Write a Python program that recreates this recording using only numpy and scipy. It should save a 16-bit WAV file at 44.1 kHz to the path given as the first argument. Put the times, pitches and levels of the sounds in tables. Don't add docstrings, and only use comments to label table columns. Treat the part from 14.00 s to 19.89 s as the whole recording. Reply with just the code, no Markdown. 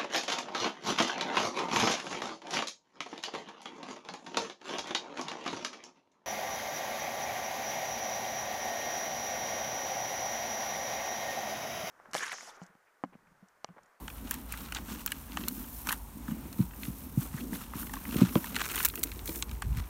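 import sys
import numpy as np
from scipy import signal
from scipy.io import wavfile
from scipy.ndimage import uniform_filter1d

SR = 44100
rng = np.random.default_rng(int(sys.argv[2]) if len(sys.argv) > 2 else 0)


def to_wav(sig):
    pcm = np.clip(np.atleast_2d(sig), -1, 1) * 32767
    pcm = np.round(pcm).astype(np.int16)
    wavfile.write(sys.argv[1], SR, pcm.T)


N = 259742

# pitch in Hz, level in dB, time to fall 60 dB in seconds.
WALL_MODES = [(140.2, 5.5, 0.095), (182.5, 4.5, 0.14), (220, 6, .1), (325, 2.5, 0.13), (503, 1.5, 0.052),
              (576, -10.5, 0.16), (959, -4, 0.1), (1217, 3.5, 0.0084), (1583, -8, .009), (2040, -10, 0.008),
              (2616, -6, 0.0097), (3260, 0, 0.011), (4050, -18, .008)]
# peak time in seconds, length in seconds, fine hiss in dB, coarse scrape in dB.
GRAIN_SHOVES = [(0.171, 0.035, -57.5, -50.5), (0.322, .118, -55, -47), (0.519, 0.06, -66, -49.5),
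                (0.63, .154, -54, -54), (0.765, .045, -72, -46.5), (0.913, 0.1, -50.5, -48.5),
                (1.002, 0.058, -52, -51.5), (1.097, .098, -53, -49.5), (1.192, .075, -53, -57.5),
                (1.4, .26, -52.5, -52.5), (1.594, .178, -47, -54), (1.779, .122, -48.5, -61.5),
                (1.901, .065, -42.5, -40.5), (2.298, .07, -52.5, -54.5), (2.599, .071, -50, -49.5),
                (2.829, 0.15, -49.5, -61), (2.982, .119, -53, -62), (3.218, .105, -45, -53.5),
                (3.403, .164, -52, -58), (3.545, .05, -45.5, -47.5), (3.615, 0.05, -52.5, -53.5),
                (3.8, 0.098, -44.5, -53), (3.938, .089, -52, -51), (4.184, .35, -47, -45),
                (4.363, .07, -46.5, -44), (4.447, .123, -47, -45.5), (4.603, .13, -47, -44.5),
                (4.78, .17, -40, -40.5), (4.845, .04, -45, -42), (4.93, .45, -51.5, -53),
                (5.295, 0.08, -41.5, -51), (5.36, .1, -45.5, -52), (5.531, .118, -70, -56.5),
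                (5.637, .052, -68, -48.5), (5.785, .16, -68, -55)]
SETTLED_DB = -57.5, -66.5


def undb(db):
    return 10 ** (np.asarray(db) / 20)


def unit(x):
    return x / np.sqrt(np.mean(x ** 2))


def add(out, start_s, x):
    i = int(start_s * SR)
    out[i:i + len(x)] += x[:len(out) - i]


def band(x, hz, width):
    b, a = signal.iirpeak(hz, hz / width, SR)
    return signal.lfilter(b, a, signal.lfilter(b, a, x))


def ring(x, peaks):
    return sum((-1) ** k * undb(db) * band(x, hz, 1.57 * width) / np.sqrt(width)
               for k, (hz, width, db) in enumerate(peaks))


def drift(per_s):
    hold = int(SR / per_s)
    steps = np.repeat(rng.standard_normal(N // hold + 1), hold)
    return unit(uniform_filter1d(uniform_filter1d(steps, hold), hold)[:N])


def puffs(per_s, spread_db, tail_ms):
    onsets = rng.random(N) < per_s / SR
    sizes = undb(np.minimum(spread_db * rng.exponential(size=N), 16))
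    envelope = signal.lfilter([1], [1, -np.exp(-1000 / (tail_ms * SR))], onsets * sizes)
    return envelope * rng.standard_normal(N)


def swells(table, rest_db):
    rise_share, edge_db, roundness = .42, 7, 1.7
    t = np.arange(0, N / SR + .002, .002)
    power = np.ones((1, len(t))) * undb(2 * np.reshape(rest_db, (-1, 1)))
    for peak_s, length_s, *db in table:
        away = np.maximum((peak_s - t) / rise_share, (t - peak_s) / (1 - rise_share)) / length_s
        power = power + undb(2 * (np.reshape(db, (-1, 1)) - edge_db * away ** roundness))
    return [np.interp(np.arange(N) / SR, t, 10 * np.log10(p)) for p in power]


def head_up():
    return np.interp(np.arange(N) / SR, (4.45, 4.65), (0, 1))


def field_air():
    # centre in Hz, width in Hz, level in dB.
    air_bands = [(143, 160, -55), (385, 1570, -59.5), (930, 366, -62), (4070, 20000, -62)]
    return sum(undb(db + 2.5 * drift(16)) * unit(band(rng.standard_normal(N), hz, width))
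               for hz, width, db in air_bands)


def low_rumble():
    # peak time in seconds, length in seconds, level in dB.
    rumble_swells = [(4.2, 0.22, -43), (5.2, 0.23, -41.5), (5.52, 0.07, -33.5), (5.69, 0.13, -28),
                     (5.78, 0.06, -27)]
    # centre in Hz, width in Hz, relative level in dB.
    rumble_bands = [(53.6, 13, 10), (80, 27, -2)]
    buffet_bands = [(105, 44, 21), (220, 87, 5)]
    rumble_db = swells(rumble_swells, rest_db=-47.5)[0]
    rumble = unit(ring(rng.standard_normal(N), rumble_bands))
    buffet = unit(ring(rng.standard_normal(N), buffet_bands))
    buffet_db = rumble_db - 14 + 0.48 * (rumble_db + 43) + drift(7.1)
    return rumble * undb(rumble_db) + buffet * undb(buffet_db)


def jaw_drone():
    # peak time in seconds, length in seconds, level in dB.
    grinds = [(0.03, 0.049, -40), (0.255, 0.1, -42), (0.38, 0.11, -46), (0.628, 0.11, -50),
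              (0.796, 0.12, -43.5), (0.926, 0.11, -43.5), (1.147, 0.095, -47.5), (1.41, 0.18, -39),
              (1.579, 0.23, -46.5), (1.9, 0.11, -43.5), (2.184, 0.055, -42), (2.38, 0.33, -45.5),
              (2.826, 0.12, -46.5), (2.974, 0.26, -49.5), (3.24, 0.07, -44.5), (3.437, 0.14, -40),
              (3.537, 0.08, -36), (3.84, 0.26, -45.5), (4.16, 0.16, -33.5), (4.27, 0.29, -42),
              (4.548, 0.13, -42), (4.773, 0.19, -47.5), (5.019, 0.18, -46), (5.326, 0.27, -49.5)]
    # centre in Hz, width in Hz, relative level in dB.
    blocked_hollow = [(225.7, 74, -2), (280, 82, -6), (450, 124, -18.5)]
    open_hollow = [(272, 173, 6), (474, 77, -9.5)]
    thuds = puffs(per_s=900, spread_db=2, tail_ms=3.7)
    up = head_up()
    hollow = (1 - up) * unit(ring(thuds, blocked_hollow)) + up * unit(ring(thuds, open_hollow))
    return hollow * undb(swells(grinds, rest_db=-59)[0])


def lip_smacks():
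    # start in seconds, length in ms, first and last pitch in Hz, level in dB.
    rubs = [(3.25, 20, 953, 960, -44), (3.368, 25, 1310, 1980, -42), (3.398, 18.6, 2290, 3060, -41)]
    out = np.zeros(N)
    for start_s, ms, first_hz, last_hz, db in rubs:
        n = int(ms * SR / 1000)
        wobble = unit(uniform_filter1d(rng.standard_normal(n), 40))
        glide = np.sin(2 * np.pi * np.cumsum(np.linspace(first_hz, last_hz, n)) / SR)
        add(out, start_s, undb(db) * np.hanning(n) ** .5 * wobble * glide)
    return out


def muzzle_bumps():
    # start in seconds, peak in dB, pitch in Hz, rise in ms, share of the free ring time.
    bumps = [(2.282, -25.5, 222, 4.4, 0.77), (2.314, -24.5, 233, 11, 0.34), (2.589, -17, 176, 3.7, 1),
             (2.598, -10.5, 171, 6, 0.39), (2.879, -22.5, 157, 3.6, 0.37), (3.172, -13, 146, 4.1, 0.44),
             (3.34, -24.5, 131, 4.4, 0.4), (3.535, -31, 248, 7.3, 0.49), (3.752, -27, 165, 4.8, 0.1),
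             (4.155, -16.5, 259, 4, 0.2), (4.214, -5.5, 228, 3.1, 0.4), (4.229, -8.5, 175, 4.6, 0.37),
             (4.355, -8, 214, 0.93, 0.6), (5.287, -30, 356, 2.4, 0.98)]
    out, t = np.zeros(N), np.arange(6000) / SR
    for start_s, db, pitch_hz, rise_ms, ring_share in bumps:
        bump = 0
        for hz, mode_db, t60 in WALL_MODES:
            age = np.maximum(t - 0.33 / hz, 0)
            attack = np.sin(np.pi / 2 * np.minimum(age * 1000 / rise_ms * hz / pitch_hz, 1)) ** 2
            octaves = np.log2(hz / pitch_hz)
            near_db = -1.4 * rise_ms ** 2 * max(octaves, 0) + 14 * min(octaves, 0)
            decay_db = 60 * age / (ring_share * t60)
            bump = bump + undb(mode_db + near_db - decay_db) * attack * np.sin(2 * np.pi * hz * age)
        add(out, start_s, undb(db) * bump / np.abs(bump).max())
    return signal.sosfilt(signal.butter(4, 112, "high", fs=SR, output="sos"), out)


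def grain_rustle():
    # centre in Hz, width in Hz, relative level in dB.
    hiss_bands = [(6540, 4150, -5.5), (8680, 510, -7.5), (11100, 4400, -0.5), (14750, 1800, -2.5)]
    scrape_bands = [(1376, 650, -6.5), (2480, 750, -7.5), (3610, 4800, -7)]
    muzzle_bands = [(900, 640, -9)]
    hiss_db, coarse_db = swells(GRAIN_SHOVES, SETTLED_DB)
    sift = puffs(per_s=4700, spread_db=1.5, tail_ms=0.74)
    hiss = unit(sum((-1) ** k * undb(1.5 * drift(5)) * ring(sift, [peak])
                    for k, peak in enumerate(hiss_bands)))
    slips = puffs(per_s=1000, spread_db=3, tail_ms=3.5)
    scrape = unit(ring(slips, scrape_bands) - ring(slips, muzzle_bands))
    patter = unit(ring(puffs(per_s=450, spread_db=4, tail_ms=2), scrape_bands))
    up = head_up()
    coarse = (1 - up) * scrape + up * patter
    return hiss * undb(hiss_db + 1.13 * drift(25.05)) + coarse * undb(coarse_db + 3.66 * drift(10))


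def small_kernels(count):
    coarse_db = swells(GRAIN_SHOVES, SETTLED_DB)[1]
    when, size, pitch, brightness = rng.uniform(-0.72, 1, (count, 4)).T
    odds = np.cumsum(undb(.5 * coarse_db))
    starts = np.minimum(np.searchsorted(odds, abs(when) * odds[-1]), N - 1)
    tick_db = coarse_db[starts] + 10 + 4 * size
    tick_hz = 2200 * 2 ** (.9 * pitch)
    snap_db = tick_db - 4 + 6 * brightness
    return list(zip(starts / SR, tick_db, tick_hz, snap_db))


def kernel_clicks():
    # start in seconds, wall tick in dB, its pitch in Hz, snap in dB.
    loud_kernels = [(0.08, -29, 1790, -34), (0.101, -36.5, 2430, -41), (0.3103, -26, 1750, -11.5),
                    (0.3415, -35, 1550, -21.5), (0.523, -29.5, 2480, -17.5), (0.5386, -31, 2060, -53),
                    (0.5745, -38, 3230, -26), (0.653, -40.5, 3000, -40), (0.7228, -25.5, 1840, -26),
                    (0.7484, -24, 3330, -26), (0.7613, -32, 1390, -36), (0.768, -26.5, 2900, -44),
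                    (0.786, -32, 1190, -34), (0.886, -40, 1250, -58), (1.062, -28, 1320, -10),
                    (1.076, -27, 2300, -31), (1.1196, -22.5, 2040, -19), (1.3197, -33, 2930, -53),
                    (1.3718, -20.5, 1540, -26), (1.437, -31.5, 2900, -55), (1.477, -33, 1190, -45),
                    (1.4833, -26, 3930, -14.5), (1.8713, -25, 1370, -21.5), (1.8745, -41, 3500, -29),
                    (1.8886, -19.5, 2180, -24), (1.8928, -22.5, 3000, -17), (1.9069, -22.5, 1430, -44),
                    (1.919, -32, 1450, -16), (1.9255, -24, 1390, -12), (2.281, -33.5, 1450, -50),
                    (2.31, -39, 1280, -57), (2.5281, -39, 3430, -36), (2.7091, -43, 2280, -57),
                    (2.7346, -43, 2000, -53), (2.833, -28, 2980, -50), (2.852, -34, 3130, -40),
                    (3.339, -39, 1470, -45), (3.5314, -32, 970, -39), (3.637, -38.5, 3300, -50),
                    (3.7356, -29.5, 1070, -55), (3.829, -34.5, 1180, -46), (3.869, -36, 2490, -37),
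                    (3.895, -35, 1210, -37), (3.937, -27.5, 1240, -29.5), (3.967, -34, 1020, -51),
                    (3.976, -40, 3530, -41), (4.052, -33, 1890, -50), (4.167, -30, 2820, -30),
                    (4.356, -18.5, 890, -47), (4.443, -30, 1320, -25), (4.545, -30, 3000, -37),
                    (4.556, -24.5, 3280, -26), (4.5629, -18, 2520, -21.5), (4.565, -21, 1690, -28),
                    (4.594, -28.5, 1640, -35), (4.606, -27, 1530, -27.5), (4.655, -29.5, 2030, -27),
                    (4.7, -31, 2300, -31), (4.7158, -33, 2800, -20), (4.747, -32, 2210, -39),
                    (4.7578, -28.5, 1400, -15.5), (4.764, -33, 1380, -33), (4.778, -23, 1940, -30),
                    (4.789, -28, 3920, -22), (4.8008, -25, 1590, -42), (4.815, -32, 1700, -31),
                    (4.8293, -32, 3280, -15.5), (4.8364, -32.5, 1360, -22), (4.8493, -21.5, 1330, -8),
                    (4.854, -21, 3050, -5), (4.86, -24.5, 3000, -11.5), (4.886, -44, 3050, -16.5),
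                    (4.899, -30.5, 3900, -37), (4.938, -35, 1600, -46), (4.956, -31.5, 2900, -18.5),
                    (4.976, -32, 2600, -50), (4.9937, -47, 2890, -23), (5.0321, -28, 3580, -12),
                    (5.0363, -23, 3600, -9), (5.0725, -36.5, 3500, -32), (5.117, -31.5, 3200, -37),
                    (5.192, -33.5, 3560, -36), (5.258, -41, 4500, -24), (5.276, -30, 4200, -29),
                    (5.2924, -30.5, 3300, -37), (5.359, -42, 4400, -20), (5.4244, -19, 4200, -22),
                    (5.494, -38, 3210, -37), (5.513, -35.5, 2880, -34), (5.6215, -25.5, 1690, -25.5),
                    (5.772, -37, 2490, -28.5)]
    out, t = np.zeros(N), np.arange(1024) / SR
    impulse = signal.unit_impulse(len(t), idx=8)
    for start_s, tick_db, tick_hz, snap_db in loud_kernels + small_kernels(count=45):
        snap_hz = np.clip(7600 * 2 ** (0.07 * (snap_db - tick_db)), 6400, 14000)
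        noise, crumble = rng.standard_normal((2, len(t)))
        crack = impulse + noise * undb(-13) * np.exp(-t / .0004)
        tail = noise * undb(-17.5) * np.exp(-t / .0033)
        snap = band(crack + tail, snap_hz, 1.025 * snap_hz)
        push = impulse + undb(-15) * crumble * np.exp(-t / .003)
        wet = np.clip((tick_db - snap_db) / 20, 0, 1)
        tick = undb(-4 - 10 * wet) * band(push, tick_hz, 1.2 * tick_hz)
        for k, (hz, _, _) in enumerate(WALL_MODES[6:]):
            octaves = np.log2(hz / tick_hz)
            near_db = -4 * octaves - (7 + 8 * wet) * abs(octaves)
            spot_hz = hz * (1 + .05 * noise[k])
            tick = tick + (-1) ** k * undb(near_db) * band(push, spot_hz, .2 * hz)
        add(out, start_s, undb(snap_db) * snap / np.abs(snap).max())
        add(out, start_s, undb(tick_db) * tick / np.abs(tick).max())
    return out


def scene():
    horse = grain_rustle() + kernel_clicks() + lip_smacks() + muzzle_bumps() + jaw_drone()
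    return (horse + low_rumble() + field_air())[None]


def record(dry):
    # centre in Hz, width in Hz, gain in dB.
    mic_colour = [(4840, 720, -5), (10470, 830, -4.5), (14700, 8900, 2.5)]
    low_cut_hz, top_hz = 33, 15800
    y = signal.sosfilt(signal.butter(3, low_cut_hz, "high", fs=SR, output="sos"), dry)
    for hz, width, db in mic_colour:
        y = y + (undb(db) - 1) * signal.lfilter(*signal.iirpeak(hz, hz / width, SR), y)
    return signal.sosfilt(signal.ellip(12, .3, 70, top_hz, fs=SR, output="sos"), y)


dry = scene()
out = record(dry)
to_wav(out)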